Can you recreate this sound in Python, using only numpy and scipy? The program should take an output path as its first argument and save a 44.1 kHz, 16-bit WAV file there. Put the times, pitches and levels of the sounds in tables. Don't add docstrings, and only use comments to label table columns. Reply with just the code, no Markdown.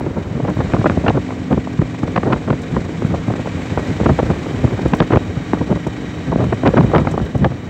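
import sys
import numpy as np
from scipy import signal
from scipy.fft import rfft, irfft
from scipy.io import wavfile
from scipy.ndimage import uniform_filter1d, minimum_filter1d

SR = 44100
rng = np.random.default_rng(int(sys.argv[2]) if len(sys.argv) > 2 else 0)


def store_pcm(level_fs):
    pcm = np.round(np.clip(level_fs, -1, 1) * 32767).astype(np.int16)
    wavfile.write(sys.argv[1], SR, np.atleast_2d(pcm).T)


def boost_factor(decibels):
    exponent = np.asarray(decibels, float) / 20
    return 10 ** exponent


N = 339129
TIME = np.arange(N) / SR


def rms_one(x):
    return x / np.sqrt(np.mean(x ** 2) + 1e-20)


def at_hz(points, hz):
    point_hz, value = np.array(points).T
    return np.interp(np.log(hz), np.log(point_hz), value)


def drift(rate):
    r = np.exp(-16 * np.pi * rate / SR)
    slow = signal.lfilter([1], [1, -2 * r, r * r], rng.standard_normal(N // 8 + 4002))[4000:]
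    return np.interp(np.arange(N) / 8, np.arange(len(slow)), rms_one(slow))


def band(x, low_hz, high_hz):
    return signal.sosfilt(signal.butter(2, [low_hz, high_hz], "band", fs=SR, output="sos"), x)


def low_pass(x, order, hz):
    return signal.sosfilt(signal.butter(order, hz, fs=SR, output="sos"), x)


def coloured(x, spectrum):
    hz = np.maximum(np.arange(N // 2 + 1) * SR / N, 1)
    return rms_one(irfft(rfft(x) * boost_factor(at_hz(spectrum, hz)), N))


def resonance(x, hz, width_hz):
    r = np.exp(-np.pi * width_hz / SR)
    top = np.array([1, 0, -1]) * (1 - r * r) / 2
    return signal.lfilter(top, [1, -2 * r * np.cos(2 * np.pi * hz / SR), r * r], x)


def whine():
    # frequency in Hz, level in dB.
    whine_tone = (15723, -82)
    hz, db = whine_tone
    return np.sqrt(2) * boost_factor(db) * np.sin(2 * np.pi * hz * TIME)


def sizzle(turns, beat_db, patchy_db):
    # time in seconds, level in dB.
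    sizzle_course = [(0.0, -76), (3.3, -72.5), (3.9, -67), (4.6, -69.5), (7.69, -74.5)]
    # frequency in Hz, density in dB per Hz.
    sizzle_spectrum = [(8000, -35.5), (9500, -1), (10600, -9), (12600, 1.5), (14000, -8.5), (16000, -8)]
    gain_db = beat_db * np.cos(2 * np.pi * (turns - 0.1)) + patchy_db * drift(20)
    hiss = coloured(rng.standard_normal(N) * boost_factor(gain_db), sizzle_spectrum)
    return boost_factor(np.interp(TIME, *np.transpose(sizzle_course))) * hiss


def ticks(t60):
    # start in seconds, peak in dB, body in dB over the peak.
    contacts = [(0.495, -51, 15), (0.551, -50, 0), (1.2151, -55, 8), (1.3004, -58, 6), (2.2313, -54, 12),
                (2.2633, -57, 16), (2.618, -53, 23), (2.7107, -57, 15), (3.0674, -49, 13),
                (3.2684, -55, 15), (4.5281, -54.5, 8), (4.879, -51, 21), (4.9492, -44, 16),
                (4.9681, -45, 15), (5.8681, -45.5, 18), (6.4403, -51, 19), (6.5365, -49, 6),
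                (7.113, -48, 20.5), (7.2514, -49, 13), (7.3766, -50, 16), (7.642, -57, 5)]
    after = np.arange(2000)
    bright, body = np.zeros((2, N + 2000))
    for s, db, body_db in contacts:
        burst = boost_factor(db - 2 - 60 * after / SR / t60)
        bright[int(s * SR) + after] += burst
        body[int(s * SR) + after] += burst * boost_factor(body_db)
    white = rng.standard_normal(N)
    return band(bright[:N] * white, 11000, 16000) + band(band(body[:N] * white, 5000, 8100), 5000, 9500)


def drone(turns, wobble_db, wander):
    # multiple of the firing rate, level in dB.
    drone_lines = [(4, -10), (5, -7.5), (7, -2), (8, -5), (9, -11), (11, 0), (13, -2), (18, -17),
                   (20, -13.5), (30, -17.5), (32, -18.5)]
    out = np.zeros(N)
    for multiple, db in drone_lines:
        gain = np.sqrt(2) * boost_factor(db + wobble_db * drift(0.62))
        cycles = multiple * turns + wander * drift(2.1) + rng.random()
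        out += gain * np.sin(2 * np.pi * cycles)
    return out


def clatter(turns, beat_db, second_db, patchy_db):
    # frequency in Hz, density in dB per Hz.
    clatter_spectrum = [(300, -4), (600, -2.5), (1300, -7), (2350, -4), (2700, -11.5), (3900, -14),
                        (4900, -20), (7600, -20.5), (9000, -35.5), (10400, -62), (16000, -87.5)]
    # frequency in Hz, width in Hz, level in dB over the broad colour.
    panels = [(800, 17, -9), (1150, 27, 0.5), (1580, 84, -7), (1900, 40, 0.5), (2450, 16, -6),
              (3025, 110, -1), (3800, 95, -0.5), (5680, 120, -4.5)]
    face_cabin_s, face_swing_s, cabin_ring_db = 4.9, 0.6, 8
    beat = beat_db * np.cos(2 * np.pi * turns) + second_db * np.cos(4 * np.pi * (turns + 0.082))
    stroke = rng.standard_normal(200)[np.floor(turns + 0.5).astype(int)]
    source = rng.standard_normal(N) * boost_factor(beat * (0.5 + 0.63 * stroke) + patchy_db * drift(40))
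    rings = np.zeros(N)
    for hz, width_hz, db in panels:
        rings += boost_factor(db + 0.49 * drift(6.2)) * resonance(source, hz, width_hz)
    facing = np.tanh((TIME - face_cabin_s) / face_swing_s) / 2
    return coloured(source + boost_factor(cabin_ring_db * facing) * rings, clatter_spectrum)


def airflow(lumpy_db):
    # frequency in Hz, density in dB per Hz.
    airflow_spectrum = [(25, -38.5), (45, -10), (90, 2), (210, -4.5), (460, -10.5), (840, -22.5),
                        (1700, -29.5), (4000, -67.5)]
    lumps_db = lumpy_db * drift(30) + 0.5 * drift(120)
    return coloured(rng.standard_normal(N) * boost_factor(lumps_db), airflow_spectrum)


def eddies(air_db, count):
    # peak in seconds, length in ms, rasp in dB, hiss in dB.
    slaps = [(0.502, 5.2, -21, -26), (.736, 0.79, -5.5, -6), (0.898, 0.75, -8, -9), (1.083, 4.6, -12, -9.5),
             (1.515, 7.9, -14, -41), (1.528, 2.1, -15, -17), (1.818, 2.1, -12, -26),
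             (2.177, 2.2, -12.5, -15), (2.327, 6.4, -15.5, -14), (2.48, 4.8, -21, -32),
             (2.503, 2.6, -8, -13), (2.53, 3.6, -17.5, -23), (2.766, 0.92, -7.5, -19),
             (3.338, 0.43, -15, -13), (4.061, 3.2, -10.5, -15), (4.303, 5.9, -16.5, -37),
             (4.936, 3, -10.5, -8.5), (5.004, 2.1, -1.5, 1), (5.134, 6.4, -12, -18.5),
             (5.16, 2.3, -7.5, -17), (5.534, 0.69, -3.5, -19.5), (5.868, 1.54, -14, -31),
             (6.527, 3.2, -13, -19), (6.662, 8.5, -11, -16), (6.774, 7.7, -10.5, -14.5),
             (6.961, 2.4, -7, -9), (6.987, 6, -17, -24), (7.072, 1.65, -12, -18), (7.14, 2.5, -18, -38),
             (7.446, 3.2, -13.5, -11)]
    # peak in seconds, length in ms, rasp in dB, hiss in dB.
    spits = [(.45, 3.6, -18, -37), (0.482, 5.2, -16, -23.5), (.607, 5.2, -17.5, -23), (0.86, 2.7, -4, -15),
             (0.868, 1.3, -5, -13), (0.918, 1.2, -13.5, -36), (1.065, 3.4, -14.5, -21),
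             (1.097, 0.91, -26, -6), (1.103, 2.3, -10.5, -35), (1.307, 1.4, -17, -31),
             (2.162, 3, -12.5, -12.5), (2.233, 1.9, -13, -21), (2.362, 2.6, -17.5, -32),
             (3.142, 4.4, -15.5, -34), (3.776, 2.2, -8.5, -27), (4.001, 0.67, -8, -32),
             (4.094, 4.7, -7, -21), (4.191, 4.6, -10, -21), (5.02, 4.7, -19, -26), (5.122, 3.2, -12, -16.5),
             (5.172, 0.34, 4, -8), (6.44, 1.8, -16, -24), (6.675, 2.7, -29, -11), (6.69, 0.86, -7, -31),
             (6.809, 0.77, -8.5, -25), (6.917, 1.9, -19, -27), (6.938, 3.8, -7, -32),
             (6.95, 2.6, -8, -11.5), (6.982, 1.25, -14, -7), (7.456, 5.3, -11.5, -49)]
    # peak in seconds, length in ms, thump in dB, rasp in dB.
    thuds = [(.17, 7, -23.5, -21.5), (0.4, 3.5, -20, -20), (0.569, 2.1, -18, -18.5), (0.591, 2.1, -12, -21),
             (0.743, 3.5, -22, -10), (0.792, 2.8, -12, -23), (0.844, 1.5, -12, -8), (.974, 2.1, -11.5, -15),
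             (1.044, 3.9, -18, -13.5), (1.149, 7.9, -17, -19.5), (1.173, 3.8, -12, -12),
             (1.576, 2.4, -10.5, -12.5), (2.032, 1.43, -14.5, -8.5), (2.267, 15.5, -20.5, -18.5),
             (2.307, 7.4, -32, -17.5), (3.281, 2.4, -16, -17), (3.302, 3, -14.5, -17), (4.011, 2, -9, -18),
             (4.229, 1, -4.5, -14), (4.643, 3, -9.5, -14.5), (4.724, 2.7, -12.5, -25),
             (4.858, 2.1, -7, -12), (5.613, 4.9, -19, -17.5), (5.706, 9.1, -14, -19),
             (6.324, 5.6, -24, -12.5), (6.359, 0.94, -3.5, -2), (6.404, 15.7, -17.5, -17.5),
             (6.791, 6.7, -7.5, -18), (6.843, 2.3, -9.5, -14.5), (7.352, 3.5, -13, -20.5)]
    # peak in seconds, length in ms, thump in dB.
    booms = [(0.309, 3.5, -19), (.357, 4.1, -17.5), (0.429, 3.7, -17.5), (0.668, 2.4, -15),
             (1.791, 1.28, -3), (2.741, 8.7, -17), (2.778, 2.7, -13.5), (3.048, 1.07, -6),
             (3.106, 10, -17.5), (3.89, 11, -20), (4.102, 7.2, -11), (5.368, 2.7, -13.5), (6.287, 9, -19),
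             (6.88, 1.2, -10.5), (7.013, 1.9, -10.5), (7.215, 3.3, -14), (7.423, 8.5, -10.5)]
    # peak in seconds, rasp in dB.
    flicks = [(.01, -16.5), (.043, -27), (0.069, -23.5), (.377, -22), (.49, -15), (.814, -15), (1.29, -26),
              (1.322, -22), (1.673, -18.5), (2.055, -20), (2.079, -16.5), (2.287, -24), (3.022, -15.5),
              (3.459, -18.5), (3.473, -17), (3.793, -23), (4.2, -16), (4.335, -20), (4.463, -14.5),
              (4.591, -31), (4.676, -18), (4.792, -16.5), (5.106, -8), (5.572, -22), (5.725, -17),
              (5.76, -19), (7.05, -18), (7.178, -11.5), (7.2, -16), (7.52, -18)]
    flick_ms, flick_thump_db, flick_hiss_db = 1.97, -10.5, -20.5
    flick_db, flick_spread_db = -1, 5.5
    wake_s, wake_db = 0.014, -10.5
    rows = [(s, ms, rasp + 0.5, rasp, hiss) for s, ms, rasp, hiss in slaps]
    rows += [(s, ms, rasp - 14, rasp, hiss) for s, ms, rasp, hiss in spits]
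    rows += [(s, ms, thump, rasp, rasp - 23.5) for s, ms, thump, rasp in thuds]
    rows += [(s, ms, thump, thump - 17, thump - 23) for s, ms, thump in booms]
    rows += [(s, flick_ms, rasp + flick_thump_db, rasp, rasp + flick_hiss_db) for s, rasp in flicks]

    chance = rng.standard_normal((count + len(slaps), 4))
    passed = np.cumsum(boost_factor(air_db))
    share = (np.arange(count) + rng.random(count)) / count
    flick_s = np.interp(share, passed / passed[-1], TIME)
    slap_s, _, slap_rasp, _ = np.transpose(slaps)
    wakes_s = slap_s + wake_s * (0.4 + rng.exponential(1, len(slaps)))
    s = np.r_[flick_s, wakes_s]
    rasp = np.r_[np.interp(flick_s, TIME, air_db) + flick_db, slap_rasp + wake_db]
    rasp = rasp + flick_spread_db * chance[:, 0]
    ms = flick_ms * boost_factor(2.7 * np.clip(chance[:, 1], -2, 2))
    thump = rasp + flick_thump_db + 9 * chance[:, 2]
    hiss = rasp + flick_hiss_db + 3.5 * chance[:, 3]
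    return rows + list(zip(s, ms, thump, rasp, hiss))


def passing_power(grid, peak_s, lasting_s, peak_power, rise, tail):
    power = np.zeros(len(grid))
    for s, spread, top in zip(peak_s, lasting_s, peak_power):
        near = slice(*np.searchsorted(grid, [s - 6 * spread * rise, s + 6 * spread * tail]))
        lag = (grid[near] - s) / spread
        power[near] += top * np.exp(-0.5 * (lag / np.where(lag > 0, tail, rise)) ** 2)
    return power


def gusts(table, shrink, rise, tail, even, crackle_db, reach, slap, bend):
    # frequency in Hz, level in dB a band.
    gust_colour = [(35, -46), (60, -12.5), (150, -2), (300, -2), (600, -5.5), (1200, -4), (2200, -11.5),
                   (4200, -27), (7000, -57)]
    edges_hz = 30 * 2 ** np.arange(0, 8.2, 0.5)
    rows = np.array(table)
    peak_s, length_ms, _, rasp_db, hiss_db = rows.T
    grid, out = TIME[::8], np.zeros(N)
    at = np.clip(peak_s * SR, 0, N - 1).astype(int)
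    sign = rng.choice([-1, 1], len(rows))
    sudden = slap * np.exp(-(length_ms / 11) ** 2)
    white, crackle = rng.standard_normal((2, N)), drift(225)
    for k, (low, high) in enumerate(zip(edges_hz, edges_hz[1:])):
        hz = np.sqrt(low * high)
        bent_hz = hz if hz < 600 else 600 * (hz / 600) ** min(hz / 2200, 1) ** bend
        share = np.array([at_hz(list(zip((150, 600, 2200), unit)), bent_hz) for unit in np.eye(3)])
        fall_db = reach * max(np.log2(hz / 2200), 0) * (hiss_db - rasp_db + 10)
        level = boost_factor(rows[:, 2:] @ share + fall_db)
        lasting = length_ms / 1000 * (hz / 600) ** -shrink
        power = passing_power(grid, peak_s, lasting, level ** 2 * (1 - sudden ** 2), rise, tail)

        noise = band(white[k % 2], low, high)
        swell = np.sqrt(uniform_filter1d(noise ** 2, int(2 * SR / hz)) + 1e-12)
        noise = noise / swell ** even
        spitting = boost_factor(crackle_db * np.clip(np.log2(hz / 200), 0, 2) * crackle)
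        push = np.interp(TIME, grid, np.sqrt(power)) * rms_one(noise) * rms_one(spitting)

        jumps = np.full(N, 1e-9)
        jumps[at] = sign * sudden * level * SR * np.sqrt(lasting / hz)
        push += low_pass(jumps, 4, high)
        out += boost_factor(at_hz(gust_colour, hz)) * band(push + 1e-9, low / 1.36, high * 1.55)
    return low_pass(out, 6, 7500)


def scene():
    # time in seconds, firings per second.
    engine_speed = [(0, 23.3), (2.6, 23.28), (3.6, 23.4), (5.2, 23.4), (6.1, 23.3), (7.69, 23.05)]
    # time in seconds, clatter in dB, drone in dB, steady airflow in dB.
    cabin_levels = [(0.0, -39, -32.5, -21), (0.211, -40, -39.5, -25.5), (0.77, -33.5, -30.5, -20.5),
                    (1.541, -37, -32.5, -27.5), (2.5, -36.5, -31.5, -25), (3.45, -34, -33, -25),
                    (4.0, -31.5, -33, -21.5), (4.4, -33, -33, -21.5), (4.769, -33.5, -31, -20),
                    (5.299, -35.5, -32.5, -25), (6.059, -36.5, -32, -27.5), (6.85, -35, -36, -19),
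                    (7.69, -41, -37, -29)]
    first_turn = 0.57
    turns = first_turn + np.cumsum(np.interp(TIME, *np.transpose(engine_speed))) / SR
    s, *columns = np.transpose(cabin_levels)
    clatter_db, drone_db, air_db = [np.interp(TIME, s, column) for column in columns]
    engine = boost_factor(clatter_db) * clatter(turns, beat_db=1.7, second_db=0.5, patchy_db=0.8)
    engine += boost_factor(drone_db) * drone(turns, wobble_db=1.5, wander=0.08)
    engine += sizzle(turns, beat_db=0.5, patchy_db=0.6)
    wind = boost_factor(air_db) * airflow(lumpy_db=2.5)
    wind += gusts(eddies(air_db, count=20), shrink=0.42, rise=0.6, tail=1.3, even=0.85,
                  crackle_db=1.2, reach=0.25, slap=0.34, bend=0.23)
    return (engine + wind + ticks(t60=0.043) + whine())[None]


def top_cut(x):
    return signal.sosfilt(signal.butter(12, 16500, fs=SR, output="sos"), x)


def record(dry):
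    ceiling, top_hz = 1.0, 15800
    x = signal.sosfilt(signal.butter(4, 46, "high", fs=SR, output="sos"), dry)
    gain = minimum_filter1d(ceiling / np.maximum(np.abs(x), ceiling), size=241)
    gain = uniform_filter1d(uniform_filter1d(gain, size=120), size=120)
    edge = signal.ellip(14, 0.5, 70, top_hz, fs=SR, output="sos")
    return top_cut(signal.sosfilt(edge, x * gain))


dry = scene()
out = record(dry)
store_pcm(out)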